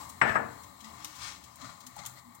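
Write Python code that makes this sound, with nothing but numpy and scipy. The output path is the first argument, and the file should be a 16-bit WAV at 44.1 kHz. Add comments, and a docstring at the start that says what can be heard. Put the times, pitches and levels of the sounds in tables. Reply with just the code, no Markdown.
"""A tiled kitchen, at the stove, over a low rumble, hiss and faint hums. A dish is set down: two impacts
excite its modes, and friction keeps them ringing in the short slide between. An arm rustles in over
the pan and scatters grated cheese on bread: many tiny impacts make a patter, clumps land with damped
notes, and sharp ticks come from the pan. Hob and tiles reflect the sound to two microphone ports,
the left one louder in the middle range."""
import sys
import numpy as np
from scipy import signal
from scipy.fft import rfft, irfft, next_fast_len
from scipy.io import wavfile
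from scipy.ndimage import uniform_filter1d, map_coordinates

SR = 44100
rng = np.random.default_rng(int(sys.argv[2]) if len(sys.argv) > 2 else 0)


def file_out(sig):
    """Save sig as 16-bit WAV at sys.argv[1]."""
    # one column per channel
    cols = np.atleast_2d(sig).T
    # limit, then scale
    lim = np.clip(cols, -1, 1)
    pcm = np.round(lim * 32767).astype(np.int16)
    wavfile.write(sys.argv[1], SR, pcm)


N = 105840
OCTAVES_HZ = 62.5 * 2. ** np.arange(9)


def undb(db):
    """Amplitude ratio of a level in decibels."""
    return 10 ** (np.asarray(db) / 20)


def unit(x):
    """Normalisation to a mean energy of 1 per channel."""
    return x / np.sqrt(np.mean(np.sum(x ** 2, axis=-1)))


def fade(t, t60):
    """Exponential decay, by 60 dB in t60 seconds."""
    return np.exp(-np.log(1000) * t / t60)


def curve(points):
    """Amplitude envelope interpolated through (t/s, level/dB) points."""
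    return undb(np.interp(np.arange(N) / SR, *np.array(points).T))


def walk(rate):
    """Slow random modulation: noise held for 1/rate seconds and smoothed twice."""
    hold = int(SR / rate)
    steps = np.repeat(rng.standard_normal(512), hold)[:N + hold]
    return uniform_filter1d(uniform_filter1d(steps, hold), hold)[:N]


def over_hz(points, f):
    """Interpolation of (f/Hz, value) points on a logarithmic frequency axis."""
    hz, value = np.array(points).T
    return np.interp(np.log(f + 1), np.log(hz), value)


def octave(x, hz):
    """One band of an overlapping octave filter bank."""
    weights = list(zip(OCTAVES_HZ, OCTAVES_HZ == hz))
    return irfft(rfft(x) * over_hz(weights, np.fft.rfftfreq(x.shape[-1], 1 / SR)))


def colour(x, points):
    """Minimum-phase filter through (f/Hz, gain/dB) points, made by folding the cepstrum."""
    n = 2 * next_fast_len(x.shape[-1])
    cepstrum = irfft(np.log(undb(over_hz(points, np.fft.rfftfreq(n, 1 / SR)))))
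    cepstrum[1:n // 2] *= 2
    cepstrum[n // 2 + 1:] = 0
    return irfft(rfft(x, n) * np.exp(rfft(cepstrum)))[..., :x.shape[-1]]


def add(out, x, at):
    """Superposition of x on out, starting at a time in seconds."""
    i = max(int(at * SR), 0)
    out[:, i:i + x.shape[-1]] += x[:, :N - i]


def convolve(x, response):
    """Output of a linear system: its input convolved with its impulse response."""
    return signal.fftconvolve(np.atleast_2d(x), np.atleast_2d(response), axes=-1)[:, :N]


def ring(t, modes, polarity=1):
    """Free vibration as a sum of damped modes; a polarity of -1 alternates their signs."""
    return sum(polarity ** k * undb(db) * unit(np.sin(2 * np.pi * hz * t) * fade(t, t60))
               for k, (hz, db, t60) in enumerate(modes))


def diffuse(size, coherent_below_hz=265):
    """Diffuse-field noise: only long wavelengths are coherent at the two ports."""
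    coherence = 1 / (1 + (np.fft.rfftfreq(size, 1 / SR) / coherent_below_hz) ** 4)
    mid, side = rfft(rng.standard_normal((2, size)))
    mid, side = mid * np.sqrt(1 + coherence), side * np.sqrt(1 - coherence)
    return irfft(np.array([mid + side, mid - side]), size)


def contacts(per_s, spread_db):
    """A Poisson process of tiny impacts of uneven strength."""
    hits = (rng.random((2, N)) < per_s / SR) * rng.choice([-1, 1], (2, N))
    return unit(hits * undb(spread_db * np.minimum(rng.exponential(size=(2, N)), 4)))


def grains(hits, envelope, spectrum, room, room_db=-2.5):
    """Shot noise: dense impacts and their reverberation, shaped in frequency and time."""
    sound = hits + undb(room_db) * unit(convolve(hits[0], room))
    return unit(colour(sound, spectrum)) * np.sqrt(N) * curve(envelope)


def kitchen(build_s=0.01):
    """Room impulse response: a diffuse field builds up, and each octave decays at its own rate."""
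    # reverberation time (f/Hz, t60/s)
    decay = [(100, 0.47), (300, 0.52), (800, 0.37), (1800, 0.5), (4000, 0.16), (12000, 0.61)]
    t, noise = np.arange(SR) / SR, diffuse(SR)
    tail = sum(octave(noise, hz) * fade(t, over_hz(decay, hz)) for hz in OCTAVES_HZ)
    return unit(tail * (1 - np.exp(-t / build_s)))


def background(waver_db=2):
    """Random modulation: octaves of rumble and hiss waver singly and together, over narrow-band hums."""
    # spectrum of the noise (f/Hz, gain/dB)
    spectrum = [(25, 2), (50, -13), (72, 5.5), (120, -4), (170, -1.5), (270, 1.5), (370, -11.5),
                (620, -12.5), (820, -0.5), (940, -4), (1130, -1), (1400, -17), (1750, -10.5), (2080, -7.5),
                (2600, -24.5), (4200, -14.5), (5500, -26), (7600, -10.5), (9300, -22.5), (11500, -18.5),
                (13600, -33.5), (15400, -19)]
    # envelope of the noise (t/s, level/dB)
    envelope = [(0, -44.5), (.15, -51), (.45, -51.5), (.7, -51.5), (1.05, -50.5), (1.38, -54), (1.55, -55),
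                (2.1, -54), (2.4, -57)]
    # low hums (f/Hz, level/dB)
    hums = [(75, -77), (119, -66), (178, -66.5), (221, -75.5), (258, -78)]
    t = np.arange(N) / SR
    noise = unit(colour(diffuse(N), spectrum)) * np.sqrt(N)
    out = np.zeros((2, N))
    for hz in OCTAVES_HZ:
        depth_db = 1.5 if hz <= 2000 else -1
        out += octave(noise, hz) * undb(depth_db * walk(13.7))
    out *= curve(envelope) * undb(waver_db * walk(10))
    for hz, db in hums:
        phasor = walk(6.93) + 1j * walk(6.93)  # amplitude and phase both wander
        out += undb(db) * np.real(phasor * np.exp(2j * np.pi * hz * t))
    return out


def arm_rustle(room):
    """Friction noise: a moving arm makes thousands of tiny, nearly equal contacts a second."""
    # envelope of the rustle (t/s, level/dB)
    envelope = [(0, -51), (.04, -54.5), (.07, -62), (.76, -68.5), (.87, -55), (.94, -60), (1.02, -51.5),
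                (1.17, -53.5), (1.229, -39), (1.275, -41), (1.335, -47.5), (1.40, -59.5), (2.4, -75)]
    # spectrum of the rustle (f/Hz, gain/dB)
    spectrum = [(100, 3.5), (500, -16.5), (900, -1), (1450, 0.5), (2500, 3), (4500, 1.5), (7000, 1.5),
                (9000, -6.5), (13000, -21), (15500, -32)]
    return grains(contacts(per_s=3400, spread_db=0.5), envelope, spectrum, room)


def ticks(room, snap_s=0.00029, snap_spread_db=1, echo_s=0.0075, echo_db=-9, room_db=-8.5):
    """Broadband transients: each tick is a run of tiny snaps, reflected once by the pan wall."""
    # ticks in the pan (t/s, level/dB, treble lift/dB, t60/s)
    events = [(0.089, -27, 7.5, 0.044), (0.096, -23.5, 1, 0.037), (.631, -23.5, -1.5, 0.041),
              (.802, -22.5, -2, 0.042), (0.84, -17.5, -8, 0.046), (1.0447, -11, -0.5, 0.0063),
              (1.0466, -10.5, -14.5, 0.011), (1.148, -18, -3, 0.1), (1.436, -21.5, -3, 0.048),
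              (1.557, -34.5, 11.5, 0.012), (1.8, -23.5, -1, 0.056), (1.8633, -19.5, 2, 0.029),
              (1.961, -36, 15, .03), (2.051, -14.5, -6, 0.014), (2.059, -16.5, 8.5, 0.025),
              (2.0625, -18.5, -11, 0.021), (2.185, -46, 15, 0.033), (2.345, -40.5, 17.5, 0.046)]
    # spectrum of a tick (f/Hz, gain/dB)
    spectrum = [(200, -40), (1000, -25), (2000, -8), (3300, 0), (5000, -4), (7000, 6), (9000, -1.5),
                (13000, -8.5), (15300, -2), (16500, -19)]
    t, out = np.arange(SR // 10) / SR, np.zeros((2, N))
    for at, db, lift_db, t60 in events:
        envelope = fade(t, t60) * (1 - np.exp(-t / (0.11 * t60)))  # longer ticks rise more slowly
        snaps = undb(snap_spread_db * rng.standard_normal(len(t)))[(t / snap_s).astype(int)]
        crack = colour(rng.standard_normal((2, len(t))) * envelope * snaps, spectrum)
        crack = undb(db) * colour(unit(crack), [(4500, 0), (9000, lift_db)])
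        add(out, crack, at)
        add(out, undb(echo_db) * crack, at + echo_s)
    return out + undb(room_db) * convolve(out, room)


def dish(room, contact_s=0.0024, bass_late_s=0.023):
    """Impact excitation: two knocks ring the dish's modes and the room, with a slide between them."""
    # knocks (t/s, level/dB, rattle t60/s, rattle/dB, room/dB, treble/dB, bass/dB, chatter/dB)
    knocks = [(0.2139, 8.5, 0.061, -2, 0.5, 1, 0.5, 1), (0.3544, 7, 0.12, 0, -2, -8, 0.5, -6)]
    # modes of the dish (f/Hz, level/dB, t60/s)
    modes = [(468.6, -13, 0.5), (649.7, -11.5, 0.23), (882.6, -11, 0.11), (1101, -16, 0.28),
             (1272, -10.5, 0.16), (1322, -11.5, 0.13), (1625, -5, 0.11), (1737, -10, 0.36),
             (2027, -10.5, 0.05), (2260, -14, 0.032), (2560, -16.5, .018), (5300, -28.5, 0.089),
             (7750, -23, 0.1)]
    # spectrum of the rattle (f/Hz, gain/dB)
    rattle_spectrum = [(40, -42.5), (130, -13.5), (330, -18), (650, -10.5), (1100, -9), (1650, -5.5),
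                       (2200, -11), (2900, -29), (4200, -53.5), (8000, -38.5), (15000, -78)]
    # spectrum of the room's response to a knock (f/Hz, gain/dB)
    boom_spectrum = [(30, -41), (55, -19), (85, -1.5), (130, 2.5), (180, -7.5), (260, 4), (370, -5.5),
                     (650, 1.5), (1100, 2.5), (1700, 2), (2300, -4), (3000, -10.5), (4500, -26),
                     (8000, -57), (15000, -71)]
    t, out = np.arange(SR) / SR, np.zeros((2, N))
    boom = colour(room, boom_spectrum)
    bass = signal.sosfiltfilt(signal.butter(2, 200, fs=SR, output="sos"), boom)
    boom = unit(boom - bass * np.exp(-t / bass_late_s))  # the bass builds up late
    ringing = ring(t, modes, polarity=-1)
    struck = ringing * (1 - np.exp(-t / contact_s))
    for at, db, t60, rattle_db, room_db, treble_db, bass_db, chatter_db in knocks:
        rattle = unit(colour(diffuse(SR) * fade(t, t60), rattle_spectrum))
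        blow = struck + undb(chatter_db) * chatter() + undb(rattle_db) * rattle + undb(room_db) * boom
        shelves = [(150, bass_db), (400, 0), (1240, 0), (2480, treble_db)]
        add(out, undb(db) * colour(blow, shelves), at)
    return out + slide(ringing, room)


def chatter(count=7, gap_s=0.0028, settle_s=0.012, clack_hz=1496):
    """Repeated impact: the settling rim clacks at slightly uneven intervals, ever weaker."""
    t, out = np.arange(SR) / SR, np.zeros((2, SR))
    clack = np.sin(2 * np.pi * clack_hz * t) * t * fade(t, t60=0.0027)
    gaps = gap_s * rng.uniform(.85, 1.15, count)
    for at in np.cumsum(gaps) - gaps[0]:
        out += np.exp(-(at / settle_s) ** 2) * np.roll(clack, int(at * SR))
    return unit(out)


def slide(dish_response, room, ring_db=-1):
    """Forced vibration: sliding friction makes a scrape and drives the modes of the dish."""
    # envelope of the friction (t/s, level/dB)
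    envelope = [(.19, -120), (.228, -62), (.25, -37), (.295, -29), (.335, -38.5), (.36, -34.5), (.41, -120)]
    # spectrum of the scrape (f/Hz, gain/dB)
    spectrum = [(50, -8), (90, -8.5), (160, -15), (300, -11.5), (700, -8), (1300, -18), (1750, 2.5),
                (2300, -14), (4000, -26), (8000, -35), (15000, -46)]
    scrape = grains(contacts(per_s=3400, spread_db=3), envelope, spectrum, room)
    friction = rng.standard_normal((2, N)) * curve(envelope)
    return scrape + undb(ring_db) * convolve(friction, dish_response)


def swells():
    """Amplitude modulation: faint low tones come and go under raised-cosine envelopes."""
    # passing hums (centre t/s, duration/s, f/Hz, level/dB)
    tones = [(0.867, 0.16, 220, -49), (1.048, 0.21, 310, -56), (1.641, 0.053, 268, -46),
             (1.877, 0.099, 249, -52), (2.106, 0.38, 129.6, -57), (2.284, 0.12, 240, -53)]
    t, out = np.arange(N) / SR, np.zeros((2, N))
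    for at, length, hz, db in tones:
        envelope = np.cos(np.pi * np.clip((t - at) / length, -.5, .5)) ** 2
        out += undb(db) * envelope * np.sin(2 * np.pi * hz * t)
    return out


def plops(room, room_db=-2.5):
    """Damped oscillation: each clump lands on the bread with a short note of soft onset."""
    # landings (t/s, level/dB, f/Hz)
    landings = [(.842, -23.5, 1990), (1.965, -15, 810), (2.012, -27.5, 2110), (2.043, -26.5, 910),
                (2.172, -25, 2025)]
    t, out = np.arange(SR // 10) / SR, np.zeros((2, N))
    for at, db, hz in landings:
        note = unit(np.sin(2 * np.pi * hz * t) * t * fade(t, t60=0.021))
        add(out, undb(db) * np.array([note, note]), at)
    return out + undb(room_db) * convolve(out, room)


def patter(room, clump_db=2.5, clumps_per_s=110):
    """Random impacts: shreds of cheese hit the bread in uneven clumps and faintly excite the pan."""
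    # envelope of the falling cheese (t/s, level/dB)
    envelope = [(1.45, -100), (1.57, -66), (1.61, -48.5), (1.655, -47.5), (1.72, -51.5), (1.77, -60.5),
                (1.95, -59), (1.99, -45), (2.03, -52), (2.07, -48.5), (2.13, -57), (2.19, -53.5),
                (2.25, -98), (2.4, -85)]
    # spectrum of the patter (f/Hz, gain/dB)
    spectrum = [(40, -45), (80, 10.5), (150, 9), (280, -0.5), (430, -18.5), (620, -1), (800, -5.5),
                (1250, 2), (1700, -2.5), (2050, 2), (2700, -7), (3300, -4.5), (4200, -0.5), (5400, -8.5),
                (7200, -1.5), (9500, -15.5), (15000, -28)]
    # modes of the pan (f/Hz, level/dB, t60/s)
    modes = [(809, -13, 0.093), (1180, -18, 0.063), (1300, -19, 0.04), (2054, -15.5, 0.026)]
    pan = ring(np.arange(SR // 4) / SR, modes)
    shreds = unit(contacts(per_s=2200, spread_db=3) * undb(clump_db * walk(clumps_per_s)))
    force = shreds * np.sqrt(N) * curve(envelope)
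    return grains(shreds, envelope, spectrum, room) + convolve(force, pan)


def near_stove(x, echo_db=-6.5):
    """Early reflections from hob and tiles interfere with the direct sound and colour it."""
    t = np.arange(SR // 20) / SR
    reflections = unit(rng.standard_normal((2, len(t))) * fade(t, t60=0.057))
    reflections = colour(reflections, [(250, -1.5), (600, 4.5), (2500, 2.0), (4500, 3.0)])
    return (x + undb(echo_db) * convolve(x, reflections)) / np.hypot(1, undb(echo_db))


def scene():
    """Superposition of all sources in one reverberant kitchen."""
    room = kitchen()
    arm = arm_rustle(room)
    set_down = dish(room)
    small_sounds = ticks(room) + plops(room) + arm + patter(room) + background()
    return set_down + near_stove(small_sounds) + swells()


def record(dry, lag_s=0.00115, low_cut_hz=51, top_hz=16100):
    """Level and time differences: two band-limited ports are coloured unequally, and the left lags."""
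    # left port minus right port (f/Hz, level/dB)
    balance = [(60, 3.5), (200, 5), (380, 5.5), (750, 11.5), (1300, 13.5), (2000, 17), (3000, 13.5),
               (5500, 12), (8000, 23.5), (11000, -7), (13000, -4.5), (15000, 0)]
    left = colour(dry[0], [(hz, -10 * np.log10((1 + undb(-2 * db)) / 2)) for hz, db in balance])
    right = colour(dry[1], [(hz, -10 * np.log10((1 + undb(2 * db)) / 2)) for hz, db in balance])
    left = map_coordinates(left, [np.arange(N) - int(lag_s * SR)], order=0, mode="mirror")
    high_pass = signal.butter(3, low_cut_hz, "high", fs=SR, output="sos")
    low_pass = signal.ellip(10, .2, 70, top_hz, fs=SR, output="sos")
    return signal.sosfilt(np.vstack([high_pass, low_pass]), np.array([left, right]))


dry = scene()
out = record(dry)
file_out(out)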